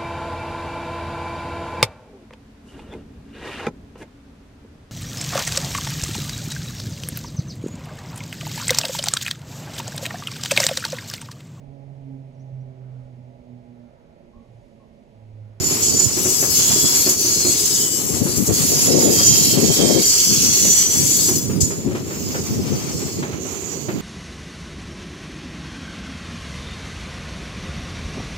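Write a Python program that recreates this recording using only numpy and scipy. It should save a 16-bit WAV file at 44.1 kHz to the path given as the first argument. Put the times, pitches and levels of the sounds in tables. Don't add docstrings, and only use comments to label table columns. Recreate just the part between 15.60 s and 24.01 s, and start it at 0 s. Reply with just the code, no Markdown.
import sys
import numpy as np
from scipy import signal
from scipy.fft import rfft, irfft, next_fast_len
from scipy.io import wavfile
from scipy.ndimage import uniform_filter1d, map_coordinates

SR = 44100
rng = np.random.default_rng(int(sys.argv[2]) if len(sys.argv) > 2 else 0)


def waveform_to_disk(signal):
    frames = np.transpose(np.atleast_2d(signal))
    scaled = np.clip(frames, -1, 1) * 32767
    samples = np.round(scaled).astype(np.int16)
    wavfile.write(sys.argv[1], SR, samples)


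N = 370881
T = np.arange(N) / SR
HZ = np.fft.rfftfreq(N, 1 / SR)
TOP_EDGE_HZ, RASP_EDGE_HZ = (8300, 10000), (4900, 6200)

# (frequency [Hz], level [dB])
FRICTION_HISS = [(800, -24), (1800, -16), (2900, -9), (3800, -12), (4400, -1), (5500, 0), (6400, 4.5),
                 (7100, 3.5), (8200, 1), (8800, -13.5), (10500, -13.5), (12500, -12.5), (15000, -17),
                 (16000, -37)]


def flanges():
    # (frequency [Hz], width [Hz], level [dB])
    near_modes = [(3386, 24, -15), (3758, 23, -18), (4210, 32, -16), (4430, 41, -15), (5071, 28, -11),
                  (5227, 26, -10), (6013, 15, -5), (6298, 28, -6), (6939, 26, -3), (7017, 28, 0),
                  (7265, 47, -9), (7887, 17, -8), (8067, 13, -7), (8239, 21, -15), (8821, 13, -25),
                  (9103, 30, -21), (9827, 30, -19), (10193, 21, -17), (10802, 40, -21), (11526, 21, -19),
                  (11822, 47, -20), (12064, 24, -17), (12481, 17, -12), (12799, 23, -15), (13388, 17, -16),
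                  (13916, 32, -20), (14462, 17, -12), (15025, 34, -19), (15754, 19, -21)]
    # (frequency [Hz], width [Hz], level [dB])
    far_modes = [(5160, 37, -2), (6120, 30, 0), (6710, 34, -4), (6890, 39, -2), (7100, 29, -4),
                 (7670, 33, -7), (7890, 34, -7), (8140, 34, -11), (11400, 45, -16), (13700, 83, -16),
                 (14200, 47, -11), (14700, 44, -12), (15000, 29, -12), (15300, 120, -12)]
    handover_s = 6.33
    ripple_db = np.interp(HZ, [3000, 7000, 10000], [1.2, 2, 3.2]) * wander(70)[:len(HZ)]
    hiss = noise(amp(at_hz(FRICTION_HISS, HZ) + ripple_db), coherence=0.3)
    near = doppler(noise(wheel_gain(near_modes, sharpness=1.02), coherence=0.42))
    far = noise(wheel_gain(far_modes, sharpness=1.5), coherence=0.27)
    far_share = np.clip((T - handover_s) * 10, 0, 1)
    wheel = near * np.sqrt(1 - far_share) + far * np.sqrt(far_share)
    level_db, ring_db, top_db, rasp_db, side_db = grinding_bouts()
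    chatter = amp(0.34 * wander(11) + wander(200))
    rub = (hiss * chatter + glints() + wheel * amp(ring_db)) / np.sqrt(1 + amp(ring_db) ** 2)
    grind = contact_shift(rub, top_db, rasp_db, patchy_db=2.5, flicker_db=0.9)
    grind *= amp(level_db + 0.5 * wander(17))
    return (grind + bites(rub, near)) * pan(side_db)


def grinding_bouts():
    # (start [s], end [s], rise [s], level [dB], ring against hiss [dB],
    # top [dB], rasp [dB], left-right [dB])
    bouts = [(-.03, 0.55, 0.053, -21.5, 3, 4, 1.5, 2), (0.546, 0.93, 0.046, -18.5, 2.5, 6.5, -1.5, 5),
             (0.91, 1.46, 0.021, -16, 0.5, 4.5, 2.5, 1.5), (1.567, 2.22, 0.021, -16.5, 2, 3, 1, 3),
             (2.226, 2.72, 0.027, -25, -18, 9, -0.5, 2.5), (2.915, 3.238, 0.029, -18, -3, 9.5, 1, -1),
             (3.244, 3.45, 0.01, -17.5, 5, 7.5, 4, 0), (3.448, 3.89, 0.052, -16.5, -3, 8, 1.5, -1.5),
             (3.89, 4.393, 0.032, -17.5, -3.5, 6, 2.5, -0.5), (4.375, 5.23, 0.04, -15.5, -4, 5, 0, -1.5),
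             (5.28, 5.68, 0.02, -16, -0.5, 4, -1.5, 2), (6.417, 6.952, 0.15, -31.5, 2, 8.5, 3.5, -6.5),
             (6.96, 7.54, 0.052, -33, 2, 6, 2.5, -4), (7.79, 8.247, 0.033, -32.5, -8, 5, -4.5, -14)]
    # (level [dB], ring against hiss [dB], top [dB], rasp [dB])
    light_rub = (-40.5, -9, 6.5, 1)
    release_s, ring_on_db_per_s = 0.089, 26
    power = np.full(N, amp(light_rub[0]) ** 2)
    rub_side_db = -30 * np.clip((T - 7.62) * 20, 0, 1)
    colour = np.array([db * power for db in (*light_rub[1:], rub_side_db)])
    for start, end, rise, db, ring_db, *tone_db in bouts:
        bout_power = (amp(db) * swell(start, end, rise, release_s)) ** 2
        ring_on_db = ring_on_db_per_s * np.maximum(T - end, 0)
        power += bout_power
        colour += np.array([value * bout_power for value in (ring_db + ring_on_db, *tone_db)])
    return 10 * np.log10(power), *(colour / power)


def wheel_gain(modes, sharpness):
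    # (frequency [Hz], gain [dB])
    mode_tilt = [(3400, -4), (3750, -5), (4200, 0), (8000, 0), (12000, -2), (15000, -6)]
    power = sum(amp(db) ** 2 / (1 + ((HZ - hz) * sharpness / width) ** 2) ** 2
                for hz, width, db in modes)
    return np.sqrt(power) * amp(at_hz(mode_tilt, HZ))


def doppler(x):
    # (time [s], pitch [ratio])
    shift = [(0, 1.0003), (1.6, .9987), (3.6, .9952), (5, .9925), (8.41, .992)]
    position = np.cumsum(curves(shift)[0])
    return np.array([map_coordinates(port, [position], order=5, mode="wrap") for port in x])


def contact_shift(x, top_db, rasp_db, patchy_db, flicker_db):
    hz, t, spectra = signal.stft(x, SR, nperseg=1024, noverlap=768)
    patches, flicker = rng.standard_normal((2, len(hz), len(t)))
    patches = unit(uniform_filter1d(uniform_filter1d(patches, 9, 0), 50, 1))
    flicker = unit(uniform_filter1d(uniform_filter1d(flicker, 30, 0), 6, 1))
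    top = np.interp(hz, TOP_EDGE_HZ, [0, 1])[:, None] * np.interp(t, T, top_db)
    rasp = np.interp(hz, RASP_EDGE_HZ, [1, 0])[:, None] * np.interp(t, T, rasp_db)
    spectra *= amp(patchy_db * patches + flicker_db * flicker + top + rasp)
    return signal.istft(spectra, SR, nperseg=1024, noverlap=768)[1][:, :N]


def glints():
    count, low_hz, high_hz, decay_s = 400, 2967, 8530, 0.041
    out = np.zeros((2, N + SR))
    t = T[:SR // 3]
    envelope = t / decay_s * np.exp(1 - t / decay_s) * (1 - t / t[-1])
    for when, pitch, size, *phase in rng.random((count, 5)):
        hz = low_hz + pitch * (high_hz - low_hz)
        tone = np.sin(2 * np.pi * (hz * t + np.array(phase)[:, None]))
        out[:, int(when * N):][:, :len(t)] += 2 * size * amp(at_hz(FRICTION_HISS, hz)) * envelope * tone
    return amp(-11) * out[:, :N]


def bites(rub, wheel):
    # (time [s], level [dB], rise [s], decay [s], top [dB])
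    catches = [(.225, -16, .004, 0.018, -5), (.26, -18, .003, 0.015, -12), (.375, -31, .005, 0.011, -11),
               (0.418, -20, 0.0025, 0.0079, -14), (1.49, -14, .003, 0.027, 5),
               (2.039, -27, .005, 0.027, -6), (2.135, -27, .005, .04, -1), (2.635, -43, .002, 0.0088, -2),
               (2.758, -22, 0.01, 0.1, 14.5), (2.86, -15.5, 0.01, 0.03, 5), (5.755, -14, 0.0025, 0.01, -6),
               (6.004, -2.5, 0.011, 0.016, -2), (6.07, -30, .005, 0.042, 8)]
    spectrum = rfft(rub)
    top = irfft(spectrum * np.interp(HZ, TOP_EDGE_HZ, [0, 1]), N)
    rasp = irfft(spectrum * np.interp(HZ, RASP_EDGE_HZ, [1, 0]), N)
    body = rub - top - rasp + amp(-8) * rasp
    burst, bright, ring = np.zeros((3, N))
    for s, db, rise, decay, top_db in catches:
        envelope = amp(db) * blow(s, rise, decay)
        burst += envelope
        bright += amp(top_db) * envelope
        ring += amp(db - 20) * blow(s, rise_s=0.01, decay_s=0.067)
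    out = burst * body + bright * top + ring * wheel
    return out + amp(-12) * yard_echo(out, t60_s=0.51)


def squeals():
    # (peak time [s], rise [s], fall [s], frequency [Hz], level [dB])
    tones = [(.33, .25, .25, 7025, -24), (.385, .015, .02, 7025, -14), (.427, .006, .014, 7025, -10.5),
             (.65, .3, .2, 6011, -30), (.65, .3, .25, 7860, -32), (.3, .2, .4, 5230, -33),
             (1.85, .5, .3, 5064, -32), (1.5, .6, .6, 6295, -30), (2.26, .12, .1, 3005, -36),
             (3.66, .1, .2, 4943, -22), (3.68, .12, .15, 5052, -28), (3.7, .17, .28, 3191, -29.5),
             (4.17, .13, .22, 3186, -28.5), (4.7, .25, .3, 5975, -28), (5.25, .2, .13, 5970, -18),
             (5.66, .09, .15, 5968, -27), (5.1, .3, .35, 4395, -35), (5.1, .5, .4, 3380, -37),
             (5.6, .2, .17, 14352, -26), (1.25, .2, .25, 13380, -30), (3.3, .2, .15, 7011, -23),
             (5.65, .1, .25, 9130, -38), (5.7, .2, .3, 5028, -38), (6.04, .02, .1, 6977, -25),
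             (6.75, .22, .3, 5162, -39), (7.38, .15, .12, 5160, -44), (6.95, .35, .4, 6123, -38),
             (7.58, .03, .025, 4420, -39)]
    out = np.zeros((2, N))
    flutter = amp(2 * np.array([wander(20), wander(27)]) + 3.1 * wander(45))
    path_rad = 1.1 * np.array([wander(2.2), wander(16)])
    drift = 0.000534 * wander(12.9) + 0.0018 * wander(284)
    for s, rise, fall, hz, db in tones:
        span = slice(max(round((s - 4 * rise) * SR), 0), round((s + 4 * fall) * SR))
        t = T[span]
        envelope = amp(db) / np.cosh((t - s) / np.where(t < s, rise, fall) * 1.26)
        cycles = hz * np.cumsum(1 + drift[span]) / SR
        out[:, span] += envelope * np.sin(2 * np.pi * cycles + path_rad[:, span])
    return amp(1) * out * flutter


def joints():
    # (time [s], level [dB], thud offset [dB])
    drops = [(0.106, -50.5, 20), (.4, -39.5, 6), (0.568, -41.5, 9), (0.649, -36.5, 11.5), (0.825, -32, 3),
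             (0.989, -39, 4), (1.158, -42, 14), (1.238, -42, 10), (1.463, -34, 10.5), (1.645, -44, 12),
             (1.845, -38.5, 11), (2.658, -37, 7), (2.89, -38.5, 14), (3.595, -36, -7), (5.683, -34, 10),
             (5.895, -40.5, 2), (6.103, -39, 6.5), (6.272, -51, 26), (6.308, -45, 0), (6.348, -37, -2),
             (6.501, -40.5, 5), (6.743, -34.5, -4), (6.988, -53, 20), (7.122, -44.5, 13), (7.624, -34.5, 3),
             (7.727, -40.5, -8), (7.851, -44, 9), (8.283, -35, 4)]
    # (frequency [Hz], level [dB])
    clank_spectrum = [(200, -42), (500, 20.5), (800, 12), (1250, 5), (1750, 9.5), (2600, 7.5), (5000, -8),
                      (12000, -39)]
    # (frequency [Hz], half-width [Hz], level [dB])
    steel_modes = [(990, 48, -2), (1295, 150, 4.5)]
    # (frequency [Hz], level [dB], t60 [s])
    bogie_modes = [(126, 0, 0.15), (231, -6.5, 0.55), (316, 5.5, 0.18), (375.3, 7.5, 0.21),
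                   (411, -19, 0.36), (577, -6, 0.11)]
    resonance = 1 + sum(amp(db) / (1 + ((HZ - hz) / width) ** 2) for hz, width, db in steel_modes)
    clank = sum(amp(db) * blow(s, rise_s=0.0037, decay_s=0.024) for s, db, _ in drops)
    clank = clank * noise(amp(at_hz(clank_spectrum, HZ)) * resonance, coherence=0.6)
    t = T[:SR // 3]
    attack = 1 - np.exp(-t / 0.0017)
    thud = np.zeros(N + len(t))
    for s, db, thud_db in drops:
        detune = 1 + 0.046 * rng.standard_normal(len(bogie_modes))
        ring = sum(amp(mode_db - 60 * t / t60) * np.sin(2 * np.pi * (hz * ratio * t + rng.random()))
                   for (hz, mode_db, t60), ratio in zip(bogie_modes, detune))
        thud[round(s * SR):][:len(t)] += amp(db + thud_db) * ring * attack
    knocks = amp(11) * clank + amp(-0.5) * thud[:N]
    return knocks + amp(-8.5) * yard_echo(knocks, t60_s=0.21)


def rolling():
    # (frequency [Hz], level [dB])
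    rumble_spectrum = [(25, -52), (50, -24), (80, 0.5), (130, -3.5), (220, -4), (400, 1), (560, -12.5),
                       (900, -27.5), (2000, -37)]
    # (frequency [Hz], level [dB])
    roar_spectrum = [(250, -33), (450, 2), (700, 9), (1150, 6.5), (1650, 0), (2300, 4), (4000, -2),
                     (8000, -16), (16000, -19)]
    # (time [s], level [dB], left-right [dB])
    roar_course = [(0.0, -38.5, 3.5), (0.68, -39.5, 3), (1.17, -35, 0), (1.45, -41, 0.5), (2.74, -41, 0.5),
                   (3.02, -38, -3.5), (3.49, -37, 3), (3.58, -35.5, -5.5), (3.82, -37, 3),
                   (4.17, -38.5, -5), (4.22, -32, 5), (4.4, -43, -6), (5.5, -42, -4.5), (6.16, -45.5, -1),
                   (7.03, -39, 3), (7.24, -40, 3), (8.34, -42, -10), (8.41, -35, -4)]
    level_db, side_db = curves(roar_course)
    rumble = noise(amp(at_hz(rumble_spectrum, HZ)), coherence=0.91) * amp(-33 + 2.34 * wander(28))
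    roar_gain = amp(level_db + 1.5 + 2.36 * wander(11.4))
    roar = noise(amp(at_hz(roar_spectrum, HZ)) * HZ / (HZ + 200), coherence=0.13)
    return rumble + roar_gain * roar * pan(side_db)


def wind():
    # (time [s], level [dB], left-right [dB])
    breeze = [(0, -30, -9), (1.3, -35.5, -16), (2.2, -37.5, -10), (2.7, -29, 8), (3.75, -22.5, 5),
              (4.5, -38, 14), (5.2, -35.5, 10), (5.8, -30, 0.5), (7.2, -27.5, 1), (8.1, -38.5, -13),
              (8.41, -27.5, -7)]
    # (start [s], length [s], level [dB], left-right [dB], fast-eddy share [0-1])
    gusts = [(0.295, 0.048, -23, -8, 0.36), (1.216, 0.047, -21, -8, 0.1), (1.845, 0.032, -21.5, -2, 1),
             (2.43, 0.14, -25, 14, 0.2), (2.596, 0.074, -19.5, 18, 0.3), (2.763, 0.044, -13.5, 22, 0),
             (2.875, 0.042, -15.5, 20, .4), (3.086, 0.042, -19, 16, 0.8), (3.271, 0.28, -17.5, 18, 1),
             (3.904, 0.2, -18.5, 30, 0.68), (4.159, 0.24, -16.5, 20, 0.85), (4.653, 0.24, -24, 14, 0.04),
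             (4.997, 0.1, -21.5, 12, 0.3), (5.335, 0.13, -22, -10, 0.11), (5.704, 0.086, -24, -9, 0.02),
             (5.82, 0.23, -25.5, -22, 0), (6.23, 0.13, -27, 13, 0.1), (6.597, 0.11, -26, -18, 0),
             (6.87, 0.26, -24, 9, 0), (7.27, 0.13, -30, -14, 0), (7.558, 0.052, -22, -10, 0.07),
             (7.673, 0.075, -34, -10, .05)]
    # (time [s], level [dB], frequency [Hz], half-length [s], left-right [dB])
    pops = [(0.471, -13, 116, 0.0084, -29), (2.92, -18, 92, 0.0071, 30), (6.035, -9.5, 96.5, 0.0081, -20),
            (7.62, -22, 133, 0.011, -17)]
    # (frequency [Hz], level [dB])
    spectrum = [(25, -80), (50, -48), (80, -1.5), (130, 3.5), (260, 1), (400, -9), (600, -24.5),
                (1000, -37.5), (2000, -47), (5000, -54)]
    level_db, side_db = curves(breeze)
    lumps_db = 2.5 * np.array([wander(20.6), wander(20.6)])
    power = (amp(level_db + lumps_db) * pan(side_db)) ** 2
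    fast_power = 0.11 * power
    for s, length, db, side, share in gusts:
        gust_power = (amp(db) * pan(side) * swell(s, s + length, rise_s=0.013, fall_s=0.022)) ** 2
        power += gust_power
        fast_power += share * gust_power
    eddies = amp(2.57 * np.array([wander(28), wander(31)]))
    slow = noise(amp(at_hz(spectrum, HZ)), coherence=0)
    fast = noise(amp(at_hz(spectrum, HZ / 1.51)) * HZ ** 2 / (HZ ** 2 + 220 ** 2), coherence=0)
    out = eddies * (np.sqrt(abs(power - fast_power)) * slow + np.sqrt(fast_power) * fast)
    for s, db, hz, half_s, side in pops:
        out += amp(db) * pan(side) * np.sin(2 * np.pi * hz * (T - s)) * np.exp(-((T - s) / half_s) ** 2)
    return out


def yard_echo(x, t60_s):
    t = T[:SR]
    taps = rng.standard_normal((2, SR)) * (rng.random((2, SR)) < 0.05)
    taps *= amp(-60 * t / t60_s) * (t > 0.012)
    return signal.fftconvolve(x, taps / np.linalg.norm(taps[0]), axes=1)[:, :N]


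def amp(db):
    return 10 ** (np.asarray(db) / 20)


def unit(x):
    return x / np.sqrt(np.mean(x ** 2) + 1e-20)


def at_hz(spectrum, hz):
    points_hz, db = np.transpose(spectrum)
    return np.interp(np.log(hz + 1), np.log(points_hz), db)


def curves(rows):
    s, *columns = np.transpose(rows)
    return [np.interp(T, s, column) for column in columns]


def pan(db):
    return np.sqrt(2 / (1 + amp(np.array([-db, db]).reshape(2, -1)) ** 2))


def wander(rate_hz):
    size = next_fast_len(N, real=True)
    hz = np.fft.rfftfreq(size, 1 / SR)
    return unit(irfft(rfft(rng.standard_normal(size)) / (1 + (hz / rate_hz) ** 4), size)[:N])


def noise(gain, coherence):
    lag_s = 0.00027
    left, separate = rfft(rng.standard_normal((2, N)))
    delayed = left * np.exp(-2j * np.pi * HZ * lag_s)
    right = coherence * delayed + np.sqrt(1 - coherence ** 2) * separate
    return unit(irfft(np.array([left, right]) * gain, N))


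def blow(start_s, rise_s, decay_s):
    envelope = np.zeros(N)
    part = envelope[round(start_s * SR):][:SR // 2]
    age = T[:len(part)]
    part += (1 - np.exp(-age / rise_s)) * np.exp(-age / decay_s)
    return envelope


def swell(start_s, end_s, rise_s, fall_s):
    attack = 1 - np.exp(-np.maximum(T - start_s, 0) / rise_s)
    return attack * np.exp(-np.maximum(T - end_s, 0) / fall_s)


def scene():
    # (frequency [Hz], left-right [dB])
    port_balance = [(1500, 0), (3000, -3.5), (5000, 4.5), (6500, 0.5), (7050, -11.5), (7500, 10), (8100, 3),
                    (9100, 21), (10000, 6), (11500, 15), (13000, 4), (15500, 11)]
    wheels = irfft(rfft(flanges() + squeals()) * pan(at_hz(port_balance, HZ)), N)
    return wheels + joints() + rolling() + wind()


def record(dry):
    split_hz, threshold_db, window_s = 1900, -15.5, 0.017
    ceiling, cutoff_hz = 0.85, 15900
    bass = irfft(rfft(dry) / (1 + (HZ / split_hz) ** 4), N)
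    rate = 2 / (window_s * SR)
    bass_power = signal.filtfilt([1], [1, -np.exp(-rate)], bass ** 2) * rate ** 2
    ducked = bass + (dry - bass) / np.hypot(1, bass_power / amp(threshold_db) ** 2)
    limited = ducked / (1 + (ducked / ceiling) ** 6) ** (1 / 6)
    lowpass = signal.firwin(511, cutoff_hz, window=("kaiser", 9), fs=SR)
    return signal.oaconvolve(limited, lowpass[None], "same")


dry = scene()
out = record(dry)
waveform_to_disk(out)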